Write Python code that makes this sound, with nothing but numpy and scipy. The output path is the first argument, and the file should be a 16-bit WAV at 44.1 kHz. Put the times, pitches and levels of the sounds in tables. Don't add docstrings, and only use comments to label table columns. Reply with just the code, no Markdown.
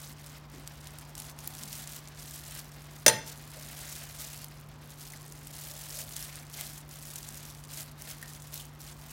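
import sys
import numpy as np
from scipy import signal
from scipy.fft import rfft, irfft, next_fast_len
from scipy.io import wavfile
from scipy.ndimage import uniform_filter1d

SR = 44100
rng = np.random.default_rng(int(sys.argv[2]) if len(sys.argv) > 2 else 0)


def output_pcm(signal):
    pcm = np.clip(np.atleast_2d(signal).T, -1, 1) * 32767
    wavfile.write(sys.argv[1], SR, np.round(pcm).astype(np.int16))


N = 402191


def from_db(db):
    return 10 ** (np.asarray(db) / 20)


def rms_one(x):
    return x / np.sqrt(np.mean(x ** 2) + 1e-20)


def at_hz(points, hz):
    known_hz, values = np.transpose(points)
    return np.interp(np.log(np.maximum(hz, 1)), np.log(known_hz), values)


def noise(spectrum):
    size = next_fast_len(N)
    gain = from_db(at_hz(spectrum, np.fft.rfftfreq(size, 1 / SR)))
    return rms_one(irfft(rfft(rng.standard_normal(size)) * gain, size)[:N])


def drift(turns_per_s):
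    place = np.arange(N) / SR * turns_per_s
    return rms_one(np.interp(place, np.arange(N), rng.standard_normal(N)))


def band(x, hz, octaves, order=2):
    edges = [hz / 2 ** (octaves / 2), min(hz * 2 ** (octaves / 2), .47 * SR)]
    return signal.sosfilt(signal.butter(order, edges, "band", fs=SR, output="sos"), x + 1e-18)


def dying(fade_s):
    t = np.arange(SR // 2) / SR
    return t, from_db(-60 * t / fade_s)


def ring(clicks, hz, cycles):
    decay, angle = from_db(-60 * hz / (cycles * SR)), 2 * np.pi * hz / SR
    return signal.lfilter([1, 0, -1], [1, -2 * decay * np.cos(angle), decay * decay], clicks + 1e-18)


def add(track, start_s, sound):
    start = max(round(start_s * SR), 0)
    track[start:start + len(sound)] += sound[:N - start]


def room_air():
    # pitch_hz, relative_db
    air_tone = [(20, -22.5), (42, 5), (80, 0), (115, 8.5), (170, -1), (240, 3), (400, -3), (500, -5),
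                (700, -4.5), (1100, -3.5), (2500, -18.5), (6000, -28), (10000, -43.5), (16000, -28.5)]
    return from_db(-55.5) * noise(air_tone)


def appliance_hum(waver_db_per_radian):
    # pitch_hz, level_db, wander_radians
    tones = [(49.8, -66, .3), (57.7, -62, 1.1), (71.3, -64.5, 1.2), (98, -67.5, 0.44), (147.8, -51.5, 0.13),
             (235.5, -69, 1.06), (310, -75, 0.22), (547, -79.5, .4)]
    t, out = np.arange(N) / SR, 0
    for hz, db, wander in tones:
        phase = 2 * np.pi * (hz * t + rng.random()) + wander * drift(4)
        gain = from_db(db + waver_db_per_radian * wander * drift(5))
        out = out + np.sqrt(2) * gain * np.sin(phase)
    return out


def kitchen_echo(x):
    # pitch_hz, fade_s, relative_db
    room = [(150, 0.46, 7.5), (500, 0.46, 1), (1790, 0.4, 3), (4200, 0.49, -3.5), (6500, 0.43, -9),
            (10000, 0.33, -8.5), (15000, 0.35, -3.5)]
    echo, room = 0, np.array(room)
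    for hz in 90 * 2 ** np.arange(0, 8, .5):
        t, fade = dying(at_hz(room[:, [0, 1]], hz))
        gain = from_db(at_hz(room[:, [0, 2]], hz))
        echo = echo + gain * fade * band(rng.standard_normal(len(t)), hz, 0.52)
    echo = echo * (1 - np.exp(-t / 0.0054))
    return signal.fftconvolve(x, echo / np.sqrt(np.sum(echo ** 2)))[:N]


def dull_swells():
    # middle_s, level_db, pitch_hz, rise_s, width_octaves
    swells = [(0.568, -57, 268, 0.065, 0.84), (1.35, -64.5, 820, .7, 0.86), (1.618, -61.5, 230, .15, 0.45),
              (3.578, -57, 580, 0.034, 0.24), (5.739, -63, 621, .08, 0.36), (5.979, -61.5, 607, 0.15, 0.39)]
    out = np.zeros(N)
    for middle_s, db, hz, rise_s, octaves in swells:
        swell = np.hanning(int(2 * rise_s * SR))
        body = band(rng.standard_normal(N // 2), hz, octaves)[-len(swell):]
        add(out, middle_s - rise_s, from_db(db) * rms_one(body * swell))
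    return out


def worktop_thuds():
    # start_s, level_db, pitch_hz, rise_s
    thuds = [(3.0655, -14, 557, 0.0015), (3.067, -32, 232, .004), (3.077, -33.5, 114.5, 0.0073)]
    out, t = np.zeros(N), np.arange(SR // 2) / SR
    for start_s, db, hz, rise_s in thuds:
        swell = t / rise_s * np.exp(1 - t / rise_s)
        add(out, start_s, from_db(db) * swell * np.sin(2 * np.pi * hz * t))
    return out


def fork_clack(crack_fade_s):
    # start_s, crack_db, tones_db, crack_top_hz
    bounces = [(3.063, -6.5, -2.5, 15000), (3.0802, -9, 0.5, 6500), (3.0963, -15, -18, 5000)]
    # pitch_hz, relative_db, fade_s
    clack_tones = [(486, -30, .2), (598, -23.5, .1), (884, -24, .1), (1600, -28, .09), (1830, -30, .13),
                   (1995, -23, .04), (2719, -23, .06), (3550, -21, .06), (4115, -27.5, .19),
                   (4920, -22, .03), (5290, -19, .04), (6060, -12, .055), (6172, -17, .05),
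                   (6485, -24, .04), (7130, -18, .065), (8260, -19, .045), (9480, -21, .055),
                   (9526, -16, .07), (10790, -26, .07), (12150, -21, .04)]
    # pitch_hz, relative_db
    crack_colour = [(40, -47), (170, -10), (400, -2), (700, -3), (1150, -7), (1700, -3.5), (3000, -6.5),
                    (4200, -5.5), (5500, -0.5), (8000, -7.5), (11000, -8), (15500, -9)]
    out, contact = np.zeros(N), noise(crack_colour)
    for k, (start_s, crack_db, tones_db, top_hz) in enumerate(bounces):
        t, fade = dying(crack_fade_s)
        crack = from_db(crack_db) * fade * contact[k * len(t):(k + 1) * len(t)]
        add(out, start_s, signal.lfilter(*signal.butter(1, top_hz, fs=SR), crack))
        for hz, db, fade_s in clack_tones:
            t, fade = dying(fade_s)
            tone = np.sin(2 * np.pi * (hz * t + rng.random()))
            add(out, start_s, from_db(tones_db + db) * fade * tone)
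    return signal.sosfilt(signal.butter(2, 130, "high", fs=SR, output="sos"), out + 1e-18)


def meat_smacks(spit_db):
    # start_s, peak_db, pitch_hz, fade_s
    smacks = [(3.875, -41, 2023, 0.054), (4.215, -42, 2150, 0.057), (5.135, -35.5, 1905, 0.022),
              (6.29, -42, 2220, .1), (6.43, -41, 2117, 0.047), (6.585, -36, 2250, 0.098),
              (8.2265, -29, 1800, 0.033), (8.599, -31, 3374, .045)]
    out = np.zeros(N)
    for start_s, db, hz, fade_s in smacks:
        t, fade = dying(fade_s)
        tear = fade * rng.standard_normal(len(t))
        pocket = rms_one(band(tear, hz, 0.28))
        spit = from_db(spit_db) * rms_one(band(tear, 8000, 1.8))
        pop = pocket + spit
        add(out, start_s, from_db(db) * pop / np.abs(pop).max())
    return out


def flour_rub(level_db):
    # pitch_hz, relative_db
    flour_tone = [(200, -22), (450, -10.5), (650, 5.5), (1000, -4), (1500, 2), (2100, 2), (3000, -1.5),
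                  (5000, -2), (12000, -21)]
    return noise(flour_tone) * from_db(level_db - 3.5 + 2.3 * drift(90))


def hand_strokes(grab_s, release_s, idle_glove_db, idle_flour_db):
    # start_s, length_s, glove_db, flour_db, swell_db (start to end)
    strokes = [(0.0, .11, -47.5, -55, -5), (0.171, .2, -55, -55.5, 3.5), (0.51, .61, -58, -57.5, -1),
               (1.16, .135, -47.5, -54, 1), (1.381, .3, -48.5, -54, 5), (1.69, .14, -44, -52, 1),
               (1.86, .115, -47.5, -52.5, 0), (2.01, .15, -58, -57.5, 0), (2.171, .22, -46.5, -55.5, 4),
               (2.424, .17, -45.5, -51.5, 1), (2.62, .42, -56.5, -57, 3), (3.262, .065, -46, -52, -3),
               (3.351, .49, -49, -54, 9), (3.86, .32, -45, -51.5, -5), (4.19, .245, -44.5, -51.5, -6),
               (4.47, .125, -58.5, -61, -1), (4.82, 0.019, -58, -60.5, -0.5),
               (4.89, .035, -50.5, -56.5, -4), (4.98, .19, -49.5, -56.5, -4), (5.189, .33, -53, -60, 3),
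               (5.53, .34, -45, -54, 0), (5.881, .13, -41.5, -51.5, 5), (6.03, .22, -44.5, -54.5, 6),
               (6.27, .125, -48.5, -53.5, 0), (6.42, .09, -57, -59, 0), (6.52, .1, -42, -51.5, 5),
               (6.63, .155, -45.5, -56, -6), (6.894, .07, -47.5, -55.5, 3), (6.991, .195, -47.5, -58, 7),
               (7.22, .275, -48, -54.5, 0), (7.511, .15, -55, -63, -4), (7.689, .115, -43.5, -53, 8),
               (7.842, .05, -53.5, -60, 0), (7.979, .13, -48, -54.5, 10), (8.139, .11, -52, -57.5, 0),
               (8.27, .24, -50.5, -63, -6), (8.53, .08, -42.5, -52.5, -6), (8.62, .04, -53.5, -62, -3),
               (8.8, .11, -48.5, -55.5, 0), (8.941, .18, -54, -60, 11)]
    t = np.arange(0, N / SR, .002)
    glove, flour = from_db(idle_glove_db) ** 2, from_db(idle_flour_db) ** 2
    for start_s, length_s, glove_db, flour_db, swell_db in strokes:
        grab = np.clip((t - start_s) / grab_s + .5, 0, 1)
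        release = np.clip((start_s + length_s - t) / release_s + 1, 0, 1)
        progress = np.clip((t - start_s) / length_s, 0, 1)
        power = (grab * release * from_db(swell_db * (progress - .5))) ** 2
        glove = glove + from_db(glove_db) ** 2 * power
        flour = flour + from_db(flour_db) ** 2 * power
    return [np.interp(np.arange(N) / SR, t, 10 * np.log10(layer)) for layer in (glove, flour)]


def small_folds(glove_db, per_s, follow, boost_db, spread_db, pitch_hz, spread_octaves):
    when, strength, pitch = rng.random((int(per_s * N / SR), 3)).T
    average_db = np.mean(glove_db)
    work_db = average_db + follow * (glove_db[(when * N).astype(int)] - average_db)
    db = work_db + boost_db + spread_db * strength ** 2
    hz = pitch_hz * 2 ** (spread_octaves * (2 * pitch - 1))
    return list(zip(when * N / SR, db, hz))


def glove_snaps(small, tick_fade_s, flutter_db, flutter_fade_s, octaves):
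    # start_s, relative_db, pitch_hz
    large = [(0.6754, -32, 7800), (0.8713, -36, 7950), (0.9862, -36, 8000), (1.1525, -34.5, 7300),
             (1.179, -35, 8100), (1.2003, -30.5, 7700), (1.389, -36, 7400), (1.475, -24, 13500),
             (1.551, -36, 8900), (1.635, -30.5, 7500), (1.7288, -31.5, 8200), (1.8744, -33, 8700),
             (1.9637, -35.5, 8420), (2.0748, -39.5, 5730), (2.5514, -35, 8950), (2.592, -34.5, 7700),
             (4.444, -32.5, 10400), (5.3225, -38.5, 9170), (5.4713, -34.5, 9000), (5.989, -31, 7500),
             (6.165, -27, 7590), (6.226, -32.5, 11150), (6.3565, -35, 8000), (6.61, -26, 8580),
             (7.1577, -30.5, 8800), (7.23, -37, 6330), (7.2887, -32.5, 7000), (8.021, -34, 10500),
             (8.5414, -29.5, 10900)]
    out = np.zeros(N)
    tick, flutter = dying(tick_fade_s)[1], dying(flutter_fade_s)[1]
    fade = (tick + from_db(flutter_db) * flutter)[:SR // 20]
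    for start_s, db, hz in large + small:
        snap = band(fade * rng.standard_normal(len(fade)), hz, octaves, order=1)
        add(out, start_s, from_db(db - 17.0) * rms_one(snap))
    return out


def glove_crinkle(level_db, creases_per_s, spread_db, buckles_per_s, buckle_s, cycles, hiss_db):
    # pitch_hz, relative_db
    plastic_tone = [(500, -26), (1500, -17), (3000, -3), (5000, -0.5), (7000, 1.5), (10000, -0.5),
                    (15500, -2.5)]
    effort_db = level_db - np.mean(level_db)
    buckle_chance = buckles_per_s * from_db(.5 * effort_db) / SR
    buckles = (rng.random(N) < buckle_chance) * rng.uniform(.2, 1, N)
    bursts = signal.lfilter([1], [1, -np.exp(-1 / (buckle_s * SR))], buckles + 1e-18) + .12
    bursts = bursts / uniform_filter1d(bursts, SR // 25)
    crease_chance = creases_per_s * bursts * from_db(.7 * effort_db) / SR
    starts = np.flatnonzero(rng.random(N) < crease_chance)
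    sizes = from_db(spread_db * np.minimum(rng.exponential(1, len(starts)), 3.5))
    sizes = sizes * rng.choice([-1, 1], len(starts))
    pitches = np.geomspace(1700, 15500, num=30)
    picked = rng.choice(len(pitches), len(starts), p=pitches / pitches.sum())
    creases = 0
    for k, hz in enumerate(pitches):
        clicks = np.bincount(starts, sizes * (picked == k), N)
        gain = from_db(at_hz(plastic_tone, hz)) * np.sqrt(hz)
        creases = creases + gain * rms_one(ring(clicks, hz, cycles))
    creases = rms_one(creases * from_db(-.35 * effort_db))
    hiss = noise(plastic_tone) * from_db(hiss_db + .2 * effort_db) * np.sqrt(bursts)
    return from_db(level_db - 3.0) * (creases + hiss)


def scene():
    glove_db, flour_db = hand_strokes(grab_s=.036, release_s=.045, idle_glove_db=-66, idle_flour_db=-59.5)
    uneven_grip_db = drift(24)
    crinkle = glove_crinkle(glove_db + uneven_grip_db, creases_per_s=2700, spread_db=4.0,
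                            buckles_per_s=160, buckle_s=.0025, cycles=13.5, hiss_db=-6.5)
    folds = small_folds(glove_db, per_s=16, follow=0.53, boost_db=5, spread_db=7,
                        pitch_hz=9308, spread_octaves=0.51)
    snaps = glove_snaps(folds, tick_fade_s=0.0058, flutter_db=-16, flutter_fade_s=0.033, octaves=1.12)
    hand = crinkle + snaps + flour_rub(flour_db) + meat_smacks(spit_db=-0.5)
    swells = dull_swells()
    fork = fork_clack(crack_fade_s=0.034) + worktop_thuds()
    echo = kitchen_echo(from_db(-13.5) * (hand + swells) + from_db(-14.0) * fork)
    background = room_air() + appliance_hum(waver_db_per_radian=2.0)
    return (hand + swells + fork + echo + background)[None]


def record(dry):
    ceiling, cutoff_hz = 1.02, 16000
    rounded = ceiling * np.tanh(dry / ceiling)
    return signal.sosfilt(signal.ellip(12, .1, 80, cutoff_hz, fs=SR, output="sos"), rounded)


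dry = scene()
out = record(dry)
output_pcm(out)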